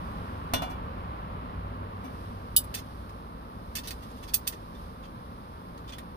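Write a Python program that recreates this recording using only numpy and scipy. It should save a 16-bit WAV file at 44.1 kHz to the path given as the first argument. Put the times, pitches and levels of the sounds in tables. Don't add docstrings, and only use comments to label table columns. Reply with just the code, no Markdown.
import sys
import numpy as np
from scipy import signal
from scipy.fft import rfft, irfft, next_fast_len
from scipy.io import wavfile

SR = 44100
rng = np.random.default_rng(int(sys.argv[2]) if len(sys.argv) > 2 else 0)


def unload_wav(signal):
    wavfile.write(
        sys.argv[1],
        SR,
        np.round(np.clip(np.atleast_2d(signal).T, -1, 1) * 32767).astype(np.int16),
    )


N = 271656
TIME = np.arange(N) / SR

# f/Hz, level/dB
STOVE_CROWD = [(600, -21), (1300, -13.5), (1800, -9.5), (2900, -3), (4400, -2), (6200, -2.5), (7500, -8),
               (8800, -5), (12000, -3), (13600, -8.5), (15000, 1.5)]


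def from_db(db):
    return 10 ** (np.asarray(db) / 20)


def rms_one(x):
    return x / np.sqrt(np.mean(x ** 2) + 1e-20)


def at_hz(points, hz):
    known_hz, values = np.transpose(points)
    return np.interp(np.log(hz + 1e-3), np.log(known_hz), values)


def balance(balance_db):
    return from_db([[balance_db / 2], [-balance_db / 2]])


def stereo_noise(spectrum, size=N, right_lag_s=0.0004747):
    # f/Hz, likeness (1 = the same)
    likeness = [(60, .999), (160, 1), (300, 0.98), (700, 0.65), (1200, 0.83), (2200, 0.13), (5000, 0.033),
                (12000, 0.29)]
    hz = np.fft.rfftfreq(size, 1 / SR)
    common, apart = rfft(rng.standard_normal((2, size)))
    alike = np.clip(at_hz(likeness, hz), 0, 1)
    pair = np.sqrt(1 + alike) * common + np.sqrt(1 - alike) * apart * [[1], [-1]]
    pair[1] *= np.exp(-2j * np.pi * hz * right_lag_s)
    return rms_one(irfft(pair * from_db(at_hz(spectrum, hz)), size))


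def brighten(x, tilt_db):
    size = next_fast_len(x.shape[1], real=True)
    octaves = np.log2(np.hypot(np.fft.rfftfreq(size, 1 / SR), 400) / 1000)
    tilted = irfft(rfft(x, size) * from_db(tilt_db * octaves), size)
    return rms_one(tilted[:, :x.shape[1]]) * x.std()


def ring(modes, crowd, crowd_db, crowd_t60, swell_s, crack, vary_db=1.2, detune=0.0, size=8192):
    t = np.arange(size) / SR
    hz, level_db, t60 = np.transpose(modes)[:, :, None]
    strength = from_db(level_db + vary_db * rng.standard_normal(hz.shape))
    hz = hz * (1 + detune * rng.standard_normal(hz.shape))
    left_phase = rng.uniform(0, 2 * np.pi, hz.shape)
    right_phase = left_phase + np.pi / 2 * rng.choice([-1, 1], hz.shape)
    tones = np.sin(2 * np.pi * hz * t + np.array([left_phase, right_phase]))
    clear = (strength * from_db(-60 * t / t60) * tones).sum(axis=1)
    clear /= np.sqrt(np.sum(strength ** 2) / 2)
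    clear *= 1 - np.exp(-t / swell_s)
    dense = stereo_noise(crowd, size=size) * from_db(-60 * t / crowd_t60)
    dense *= 1 + crack * np.exp(-t / 0.0011)
    return clear + from_db(crowd_db) * dense


def contact(slide_s, slips_per_s=900):
    size = 1 + int(slide_s * SR)
    chance, strength = rng.random((2, SR // 10))[:, :size]
    force = (chance < slips_per_s / SR) * (2 * strength - 1)
    force[0] = 1
    return force / np.sqrt(np.sum(force ** 2))


def strike(touches, modes, crowd, bright_db, balance_db, hardening=0.0, **ring_settings):
    light_touch_db = -47
    out = np.zeros((2, N + SR))
    lead = SR // 100
    for time_s, level_db, slide_s in touches:
        response = ring(modes, crowd, **ring_settings)
        sound = signal.fftconvolve(response, contact(slide_s)[None], axes=1)
        tilt_db = bright_db + hardening * max(level_db - light_touch_db, 0)
        sound = brighten(np.pad(sound, ((0, 0), (lead, 0))), tilt_db)
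        start = round(time_s * SR) - lead
        out[:, start:start + sound.shape[1]] += from_db(level_db) * sound
    return balance(balance_db) * out[:, :N]


def road(recede_middle_s=2.11, recede_half_s=0.97):
    # f/Hz, level/dB
    rumble_spectrum = [(18, -33), (27, -18), (37, 1), (46, 2.5), (62, 3), (100, 1), (140, -6.5), (175, 0),
                       (205, -4), (245, -2.5), (320, -13.5), (500, -52)]
    # f/Hz, level/dB
    tyre_spectrum = [(200, -1.5), (350, -1.5), (520, 1.5), (700, -2.5), (1130, 5.5), (1500, -7),
                     (2000, -13.5), (3000, -18.5), (5000, -31.5), (7000, -55.5)]
    gone = (1 + np.tanh((TIME - recede_middle_s) / recede_half_s)) / 2
    rumble = from_db(-40 - 5 * gone) * stereo_noise(rumble_spectrum)
    roar = stereo_noise(tyre_spectrum)
    roar = (1 - gone) * roar + gone * brighten(roar, tilt_db=-1.5)
    return rumble + from_db(-40 - 6 * gone) * roar * balance(-0.8)


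def engine(cycle_hz=19.2, waver=0.0258, fade_db=4.0):
    # multiple of the cycle rate, peak level/dB, peak t/s, half-length/s
    swells = [(3, -48.5, 1.5, 2.3), (4, -48, 0.23, 0.6), (5, -44.5, 1.86, 0.63)]
    knots = np.linspace(0, TIME[-1], 60)
    out = np.zeros(N)
    for multiple, peak_db, loudest_s, half_s in swells:
        wander, fade = (np.interp(TIME, knots, row) for row in rng.standard_normal((2, len(knots))))
        phase = 2 * np.pi * multiple * np.cumsum(cycle_hz * (1 + waver * wander)) / SR
        swell = 1 / np.hypot(1, np.square((TIME - loudest_s) / half_s))
        out += from_db(peak_db + fade_db * fade) * swell * np.sqrt(2) * np.sin(phase)
    return out


def jacket():
    # middle t/s, half-length/s, peak level/dB
    arm_moves = [(.15, 0.29, -63.5), (2.205, 0.16, -63.5), (2.796, 0.37, -63.5), (4.158, 0.48, -62),
                 (4.827, 0.075, -64), (5.5, 0.91, -68)]
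    # f/Hz, level/dB
    nylon_spectrum = [(1000, -15.5), (3400, 1.5), (5300, 1), (6500, -10), (7800, -13), (9000, 0),
                      (10400, -12.5), (11200, 2.5), (12500, -7.5), (15000, -11.5)]
    power = sum(from_db(peak_db) ** 2 * np.exp(-np.square((TIME - middle_s) / half_s))
                for middle_s, half_s, peak_db in arm_moves)
    return np.sqrt(power) * stereo_noise(nylon_spectrum) * balance(-7)


def burner():
    # t/s, level/dB, sliding time/s
    turns = [(4.745, -63, 0.013), (5.028, -58.5, .03), (5.877, -51, 0.028), (5.922, -49, 0.017)]
    # f/Hz, level/dB, t60/s
    modes = [(2800, -11, 0.086), (3040, -3, 0.11), (3346, -1, 0.086), (3547, 5, 0.11)]
    return strike(turns, modes, STOVE_CROWD, bright_db=-7.0, balance_db=-4.5,
                  crowd_db=8, crowd_t60=0.11, swell_s=0.00041, crack=0.25, detune=0.0236)


def frying_pan():
    # t/s, ring level/dB, knock level/dB, sliding time/s
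    touches = [(.5362, -25.5, -29, .0005), (.5385, -30, -38, .001), (.6203, -37, -30.5, 0.0053),
               (.698, -47.5, -42.5, 0.019), (2.04, -51.5, -43.5, 0.018)]
    # f/Hz, level/dB, t60/s
    pan_modes = [(1023, -4, .22), (1464, -3, .22), (1879, -9, .25), (2336, -3.5, .29), (2600, -5, .09),
                 (2862, -3, .24), (3036, -8, .15), (3440, -2, .32), (3575, -4, .2), (4070, -12, .17),
                 (4247, -13, .18), (4737, -14, .18), (5448, -13, .16), (5792, -5, .13), (5970, -7, .14),
                 (8533, -11, .1), (10350, -10, .12), (11540, -6, .12), (13640, -8, .11), (14720, -8, .11)]
    # f/Hz, level/dB
    pan_crowd = [(120, 12), (260, -22), (400, -3), (650, 14), (1000, -29), (1900, -3), (3400, -6),
                 (5500, -9), (7000, -13.5), (10000, -11.5), (15000, -12)]
    # f/Hz, level/dB, t60/s
    knock_modes = [(222, -7, .2), (253, -.5, .24), (278, 2, .22), (596, 2, .07), (666, -1, .11),
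                   (748, 0, .2)]
    # f/Hz, level/dB
    knock_crowd = [(90, -28), (260, 12), (400, -17), (650, 6), (950, 16), (1400, 5.5), (2200, -13.5)]
    rings = [(time_s, ring_db, slide_s) for time_s, ring_db, _, slide_s in touches]
    knocks = [(time_s, knock_db, slide_s) for time_s, _, knock_db, slide_s in touches]
    ringing = strike(rings, pan_modes, pan_crowd, bright_db=-0.2, balance_db=-1.5,
                     crowd_db=2, crowd_t60=0.13, swell_s=0.0019, crack=1.3, size=16384)
    knocking = strike(knocks, knock_modes, knock_crowd, bright_db=-3.0, balance_db=-1.5,
                      crowd_db=-2.5, crowd_t60=0.31, swell_s=0.00028, crack=1.8)
    return ringing + knocking


def fumbles(start_s=3.95, end_s=4.18, gap_s=0.05, level_db=-60.5, spread_db=2.5, slide_s=0.014):
    return [(time_s + gap_s * rng.uniform(-0.54, 0.46),
             level_db + spread_db * rng.standard_normal(), slide_s)
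            for time_s in np.arange(start_s, end_s, gap_s)]


def gripper_in_stove(graze_lead_s=0.0046, graze_db=-19):
    # f/Hz, level/dB, t60/s
    modes = [(1820, -6.5, .07), (2600, -6, .07), (3540, -1, .065), (4560, -1, .07), (5561, -8, .06),
             (6300, -4.5, .06), (8550, 0, .06), (9372, -3, .055), (9862, -4, .055), (11479, -1, .055),
             (12371, -1, .055), (14200, -3, .05), (14960, 0, .055)]
    # t/s, level/dB
    clacks = [(2.7479, -30.5), (4.3413, -12.5), (4.475, -21.5)]
    # t/s, level/dB, sliding time/s
    scrapes = [(2.741, -38, .002), (2.757, -41.5, .035), (3.0935, -60, .001), (3.753, -33, .003),
               (3.763, -35, .009), (3.784, -40.5, .004), (3.835, -46.5, .03), (3.873, -36.5, 0.0098),
               (3.907, -38.5, .001), (4.228, -48.5, .016), (4.277, -47.5, .018), (4.523, -47.5, .02),
               (5.7765, -58.5, .003), (5.9835, -45.5, .001)]
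    hits = [(time_s, level_db, 0) for time_s, level_db in clacks]
    grazes = [(time_s - graze_lead_s, level_db + graze_db, 0) for time_s, level_db in clacks]
    clacking = strike(hits + grazes, modes, STOVE_CROWD, bright_db=-5.5, balance_db=-5.0, hardening=0.33,
                      crowd_db=1.5, crowd_t60=0.088, swell_s=0.00077, crack=0.63, detune=0.006)
    slides = list(scrapes) + fumbles()
    scraping = strike(slides, modes, STOVE_CROWD, bright_db=-5.5, balance_db=-4.5, hardening=0.31,
                      crowd_db=5.5, crowd_t60=0.093, swell_s=0.0006, crack=0.2, detune=0.013)
    return clacking + scraping


def gripper_ping():
    # t/s, level/dB, sliding time/s
    touches = [(2.5636, -7, 0), (2.638, -43, .003)]
    # f/Hz, level/dB, t60/s
    modes = [(2972, -13, .08), (3671, -12.5, .085), (4226, -20, .09), (4859, -10.5, .085), (6218, -16, .07),
             (7967, -12, .09), (9851, -3.5, .068), (11116, -9, .07), (11194, 0, .075), (11236, -1, .07),
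             (11313, -10, .07), (14383, -14, .08), (14759, -4, .075), (15120, -6, .07)]
    # f/Hz, level/dB
    crowd = [(1500, -32.5), (2500, -36.5), (2950, 3), (3350, -7), (4200, -3), (5600, -5), (7000, -11.5),
             (7900, 2), (9000, -4.5), (11400, 3), (12500, 1), (15000, -6.5)]
    return strike(touches, modes, crowd, bright_db=1.0, balance_db=-1.5,
                  crowd_db=-8.5, crowd_t60=0.09, swell_s=0.004, crack=0.2, vary_db=0.5)


def scene():
    return road() + engine() + jacket() + frying_pan() + gripper_ping() + burner() + gripper_in_stove()


def record(dry, cutoff_hz=15450):
    # f/Hz, level/dB
    hiss_spectrum = [(2000, -15.5), (3500, 16), (5300, 8.5), (6300, -5.5), (7800, -21.5), (9000, 2.5),
                     (11300, 7.5), (13000, -4.5), (15000, 7)]
    hiss = from_db(-66.0) * stereo_noise(hiss_spectrum) * balance(-7)
    low_pass = signal.ellip(12, 0.2, 75, cutoff_hz, fs=SR, output="sos")
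    return signal.sosfilt(low_pass, dry + hiss)


dry = scene()
out = record(dry)
unload_wav(out)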